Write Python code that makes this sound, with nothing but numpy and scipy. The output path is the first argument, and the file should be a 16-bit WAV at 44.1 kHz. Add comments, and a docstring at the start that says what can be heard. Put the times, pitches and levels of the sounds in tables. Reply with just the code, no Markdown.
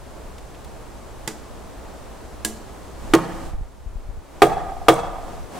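"""A distant rush and leaf hiss fill a wood, with a few faint ticks from timber work on a tree platform.
Two sharp, light knocks follow, then three heavy blows on a beam that overload the microphone.
The beam rings briefly; the forest scatters each hit into a long tail, and the blows flutter between
the big trunks. After the first blow the background hushes while a breeze bumps the microphone ports."""
import sys
import numpy as np
from scipy import signal
from scipy.fft import rfft, irfft, next_fast_len
from scipy.io import wavfile
from scipy.ndimage import map_coordinates

SR = 44100
rng = np.random.default_rng(int(sys.argv[2]) if len(sys.argv) > 2 else 0)


def to_wav(s):
    """Save 16-bit WAV."""
    ch = np.atleast_2d(s).T  # columns
    pcm = np.round(np.clip(ch, -1, 1) * 32767)  # PCM
    wavfile.write(sys.argv[1], SR, pcm.astype(np.int16))


N = 246519

# stereo image of the direct sound: f/Hz, left-right likeness (1 = mono)
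DIRECT_LIKENESS = [(300, 0.92), (1500, 0.73), (5000, 0.74), (15000, 0.2)]
# stereo image of the echoes: f/Hz, left-right likeness
ECHO_LIKENESS = [(150, 1), (700, 0.71), (2500, 0.96), (7000, 0.62), (15000, 0.18)]


def amp(db):
    """Decibels to gain."""
    return 10 ** (np.asarray(db) / 20)


def unit(x):
    """Scale to rms 1."""
    return x / np.sqrt(np.mean(x ** 2) + 1e-20)


def along(points, hz):
    """Read (f/Hz, value) points on a log frequency axis."""
    freqs, values = np.transpose(points)
    return np.interp(np.log(hz + 1), np.log(freqs + 1), values)


def automation(points):
    """Join (t/s, value) points into one value per sample."""
    times, values = np.transpose(points)
    return np.interp(np.arange(N) / SR, times, values)


def wobble(rate):
    """A smooth random curve, rate knots a second."""
    return map_coordinates(rng.standard_normal(N // 100), [np.arange(N) * rate / SR])


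def filtered(x, response):
    """Equalise x with a gain that is a function of frequency."""
    size = x.shape[-1]
    padded = next_fast_len(size + 8192)
    return irfft(rfft(x, padded) * response(np.fft.rfftfreq(padded, 1 / SR)), padded)[..., :size]


def noise(spectrum, likeness, size, tilt_db=0):
    """Coloured stereo noise of rms 1, tilted by tilt_db an octave."""
    def mid_side_gains(hz):
        width = np.arccos(np.clip(along(likeness, hz), -1, 1)) / 2
        colour = amp(along(spectrum, hz) + tilt_db * np.log2(hz + 1))
        return colour * [np.cos(width), np.sin(width)]
    mid, side = filtered(rng.standard_normal((2, size)), mid_side_gains)
    return unit(np.array([mid + side, mid - side]))


def attack(t, rise_s):
    """A rounded onset with time constant rise_s."""
    return 1 - np.exp(-t / rise_s)


def fade(t, t60):
    """Exponential decay, 60 dB down after t60."""
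    return np.exp(-np.log(1000) * t / t60)


def damped(x, t60s):
    """Let each frequency of x die at its own speed."""
    hz, t, bands = signal.stft(x, SR, nperseg=128)
    _, decayed = signal.istft(bands * fade(t, along(t60s, hz)[:, None]), SR)
    return decayed[:, :x.shape[1]]


def ring(modes, t, place, scatter_db):
    """Damped modes; the place of the hit sets their strengths, with a little chance."""
    out = np.zeros(len(t))
    for hz, near_db, far_db, t60 in modes:
        db = near_db + place * (far_db - near_db) + scatter_db * rng.standard_normal()
        out += amp(db) * fade(t, t60) * np.cos(2 * np.pi * hz * t)
    return out


def pan(left_db):
    """Left and right gains, left_db apart."""
    return amp([[left_db / 2], [-left_db / 2]])


def add(track, start, sound):
    """Mix a sound into the track at start seconds."""
    part = track[:, round(start * SR):][:, :sound.shape[-1]]
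    part += sound[..., :part.shape[1]]


def background():
    """A far, wavering rush and leaves overhead swell and hush together; a low drone slowly recedes."""
    # strength of the rush and the hiss: t/s, level/dB
    strength = [(0, -57.5), (0.9, -57), (2.95, -56), (3.04, -53), (3.47, -52.4), (3.57, -64), (4.2, -63),
                (4.42, -57), (5.17, -56.4), (5.3, -54), (5.5, -56.5), (5.56, -49.5)]
    # noise spectra of the three layers: f/Hz, level/dB
    rush_colour = [(40, -39), (110, -2.5), (300, -1), (650, -2.5), (1100, -7.5), (1600, -15), (2500, -22),
                   (6000, -33.5)]
    leaf_colour = [(500, -14), (1500, 1.5), (2800, 0), (5000, -1), (8000, -0.5), (11000, -6.5),
                   (15500, -19)]
    drone_colour = [(20, -34.5), (44, -6.5), (54, -0.5), (64, 3), (72, -13.5), (120, -12.5), (300, -56)]
    # stereo image of the rush and the hiss: f/Hz, left-right likeness
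    likeness = [(60, 1), (290, 0.29), (640, 0.53), (1400, 0.62), (3100, 0.62), (6800, 0.39), (15000, 0)]
    strength_db = automation(strength)
    swell_db = strength_db - np.median(strength_db)
    rush_db = -41.5 + 1.004 * swell_db + 0.6 * wobble(rate=7)
    drone_db = -41.5 - 1.37 * np.arange(N) / SR
    rush = amp(rush_db) * noise(rush_colour, likeness, N)
    leaves = amp(-53 + swell_db) * noise(leaf_colour, likeness, N)
    drone = amp(drone_db) * noise(drone_colour, likeness=[(60, 0.56)], size=N)
    return rush + leaves + drone


def breeze():
    """Moving air buffets each microphone port on its own; single eddies give soft bumps."""
    # strength of the breeze on the ports: t/s, level/dB
    strength = [(0.0, -47.5), (2.97, -46), (3.11, -32), (3.27, -42.5), (3.6, -27), (3.77, -57),
                (3.85, -38.5), (4.19, -37.5), (4.27, -58.5), (4.45, -37.5), (5.43, -39), (5.59, -67)]
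    # spectrum of the buffeting: f/Hz, level/dB
    buffet_colour = [(15, -8), (32, -3.5), (55, -17.5), (90, -14.5), (180, -57), (500, -127)]
    # eddies that hit the ports: t/s, level/dB, left over right/dB
    eddies = [(.255, -18, 0), (3.536, -11.5, 0), (3.611, -10, 6), (3.862, -20, 21), (3.956, -14.5, 14.5),
              (4.09, -20, 22), (4.175, -19, 9)]
    out = amp(automation(strength) + 3) * noise(buffet_colour, likeness=[(40, 0.11)], size=N)
    t, bump_hz = np.arange(SR // 4) / SR, 32.4
    bump = attack(t, rise_s=0.0055) * fade(t, t60=0.072) * np.cos(2 * np.pi * bump_hz * t)
    for start, db, left_db in eddies:
        add(out, start, amp(db) * pan(left_db) * bump)
    return out


def ticks():
    """Tiny contacts of wood and metal, each a short noise burst around one pitch."""
    # small contacts: t/s, level/dB, centre f/Hz, width/octaves
    contacts = [(0.3816, -43, 2400, 2.2), (0.547, -46, 1900, 1.2), (0.646, -45, 2100, 3.2),
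                (3.1385, -16, 8700, 0.28), (3.15, -18.5, 5970, 1.1), (3.184, -25, 1100, 0.43),
                (4.469, -35, 8400, .4), (4.9405, -27, 8540, 0.25)]
    decay_cycles = 134  # high ticks die sooner
    out, t = np.zeros((2, N)), np.arange(SR // 10) / SR
    for start, db, centre_hz, octaves in contacts:
        band = lambda hz: 1 / (1 + (np.log2((hz + 1) / centre_hz) / octaves) ** 2) ** 2
        burst = unit(filtered(rng.standard_normal(len(t)), band))
        add(out, start, amp(db) * fade(t, decay_cycles / centre_hz) * burst)
    return out


def knocks():
    """Light, hard contacts: a bright crack, its spray off the nearby timbers and a thin wooden ring."""
    # light hits: t/s, level/dB, place (0-1), brightness/(dB per octave), left over right/dB
    hits = [(1.2757, -21.5, 0.03, -3, -2.5), (2.4479, -18, 0.99, 0.9, -2.5)]
    # modes of the struck wood: f/Hz, level at place 0/dB, level at place 1/dB, t60/s
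    wood_modes = [(219.2, -26, -11.5, 0.59), (320.6, -10.5, -9, 0.22), (380, -23, -16.5, 0.4),
                  (441, -18, -23, 0.38), (699, -30, -16.5, 0.27), (868, -9.5, -21, 0.071),
                  (1655, -10, -4.5, 0.068), (1996, -12, -11.5, 0.077), (3050, -26, -5.5, 0.035),
                  (3560, -34, -4, 0.036), (4810, -6.5, -32, 0.065), (7240, -1, -4, 0.041)]
    # spectrum of the crack and its spray: f/Hz, level/dB
    crack_colour = [(100, -10.5), (600, -2), (1800, -2), (2700, -2), (5200, -1.5), (7400, 2.5), (11000, -1),
                    (15500, -12.5)]
    out, t = np.zeros((2, N)), np.arange(SR // 2) / SR
    for start, db, place, tilt_db, left_db in hits:
        crack = amp(5) * fade(t, t60=0.031) * noise(crack_colour, DIRECT_LIKENESS, len(t), tilt_db)
        spray = amp(-8.5) * fade(t, t60=0.18) * noise(crack_colour, ECHO_LIKENESS, len(t), tilt_db)
        wood = ring(wood_modes, t, place, scatter_db=3)
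        add(out, start, amp(db) * pan(left_db) * attack(t, rise_s=0.00062) * (crack + spray + wood))
    return out


def high_passed(x, corner_hz):
    """A high-pass thins out the deep end of the hits."""
    return signal.sosfilt(signal.butter(2, corner_hz, "high", fs=SR, output="sos"), x)


def forest_tail(x):
    """Trunks return a ragged cloud of echoes, which builds up as sound reaches them."""
    # scatter from the trunks, with the soft ground's dip near 400 Hz: f/Hz, level/dB
    scatter_colour = [(100, 1.5), (170, 1), (320, -4), (450, -11), (720, -4), (950, -7), (1250, -9),
                      (3200, -9.5), (6000, 0), (14000, -0.5)]
    # decay of the scatter: f/Hz, t60/s
    scatter_decay = [(150, 0.32), (350, 0.57), (750, 0.94), (1500, 0.9), (4000, 0.57), (10000, 0.31)]
    t = np.arange(SR * 3 // 2) / SR
    cloud = damped(noise(scatter_colour, ECHO_LIKENESS, len(t)), scatter_decay)
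    ragged = amp(1.8 * wobble(rate=65.5)[:len(t)])
    tail = cloud * attack(t, rise_s=0.014) * ragged
    return signal.fftconvolve(x, tail / np.linalg.norm(tail[0]), axes=1)[:, :N]


def beam_blows():
    """Each heavy blow rings the beam's clear modes and a splintery wash of dense ones."""
    # heavy hits: t/s, level/dB, place (0 near the trunk, 1 free end), splinter level/dB
    hits = [(3.1365, -3.4, 0.077, -5), (4.4198, -0.3, 0.93, -4), (4.8839, 1, 0.95, -4)]
    # clear modes: f/Hz, level struck near the trunk/dB, level struck at the free end/dB, t60/s
    beam_modes = [(132.7, -23, -20, 0.33), (164.5, -21, -35.5, 1), (189.4, -26, -45, 1),
                  (310, -5, -56, 0.14), (330.5, 1.5, -7, 0.13), (416, -6, 0.5, 0.088),
                  (470, -10, -10.5, 0.15), (539, -4, -20, 0.044), (610, -28, -22.5, 0.38),
                  (702.6, -23, -5.5, 0.097), (763.3, -8.5, -0.5, 0.061), (802, -7, -6.5, 0.045),
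                  (888, -10.5, -20, 0.095), (1087, -13, -59, 0.19), (1149, -1.5, -10, 0.051),
                  (1205, -7, 1, 0.062), (1406, -10, -24, 0.045), (1561, -19, -16.5, 0.1),
                  (1620, -29, -33, 0.064), (1872, -12, -57, 0.036), (1895, -8.5, -42, 0.057),
                  (2210, -8, -13, 0.034), (2757, -5, -30, 0.032), (3330, -17.5, -11, 0.045),
                  (4390, -16.5, -29, 0.037)]
    # spectrum of the dense modes: f/Hz, level/dB
    splinter_colour = [(40, -38), (170, -22.5), (400, 8), (1000, -3), (2300, -8), (3300, -8.5), (5000, -20),
                       (9000, -19.5), (15000, -27.5)]
    # their decay: f/Hz, t60/s
    splinter_decay = [(200, 0.19), (1000, 0.11), (3000, 0.078), (9000, 0.087)]
    out, t = np.zeros((2, N)), np.arange(SR // 2) / SR
    contact = attack(t, rise_s=0.0003)  # the wood gives a little under the blow
    for start, db, place, splinter_db in hits:
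        splinter = damped(noise(splinter_colour, DIRECT_LIKENESS, len(t)), splinter_decay)
        body = ring(beam_modes, t, place, scatter_db=2)
        add(out, start, amp(db) * contact * (body + amp(splinter_db) * splinter))
    return out * pan(left_db=-1.5)


def flutter_echo(x):
    """The beam's middle notes bounce between the big trunks, weaker each trip, swaying left and right."""
    # tone of the trunks' reflection: f/Hz, level/dB
    trunk_colour = [(200, -52), (450, -26.5), (630, -13.5), (750, -8), (860, -13), (1000, -22),
                    (1230, -24.5), (1500, -25), (6000, -34)]
    trips, trip_s, uneven_s = 10, 0.0496, 0.002
    send_db, trip_loss_db, sway_db = -7.5, 1.65, 1.5
    out = np.zeros((2, N))
    reflection = filtered(x, lambda hz: amp(along(trunk_colour, hz)))
    for trip, early in enumerate(rng.uniform(-1.057, 1, trips)):
        delay = (trip + 1) * trip_s - early * uneven_s
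        add(out, delay, amp(send_db - trip_loss_db * trip) * pan(sway_db * (-1) ** trip) * reflection)
    return out


def scene():
    """The timber work and its echoes over the bed of the wood."""
    heavy = high_passed(beam_blows(), corner_hz=109)
    light = high_passed(knocks(), corner_hz=148)
    echoes = amp(-12.5) * forest_tail(heavy) + flutter_echo(heavy) + amp(-14) * forest_tail(light)
    return heavy + light + echoes + ticks() + background() + breeze()


def record(dry):
    """The microphone overloads on the heavy blows; a steep low-pass takes off the very top."""
    ceiling, hardness, top_hz = 0.93, 5, 15850
    clipped = dry / (1 + np.abs(dry / ceiling) ** hardness) ** (1 / hardness)
    return filtered(clipped, lambda hz: 1 / np.sqrt(1 + (hz / top_hz) ** 160))


dry = scene()
out = record(dry)
to_wav(out)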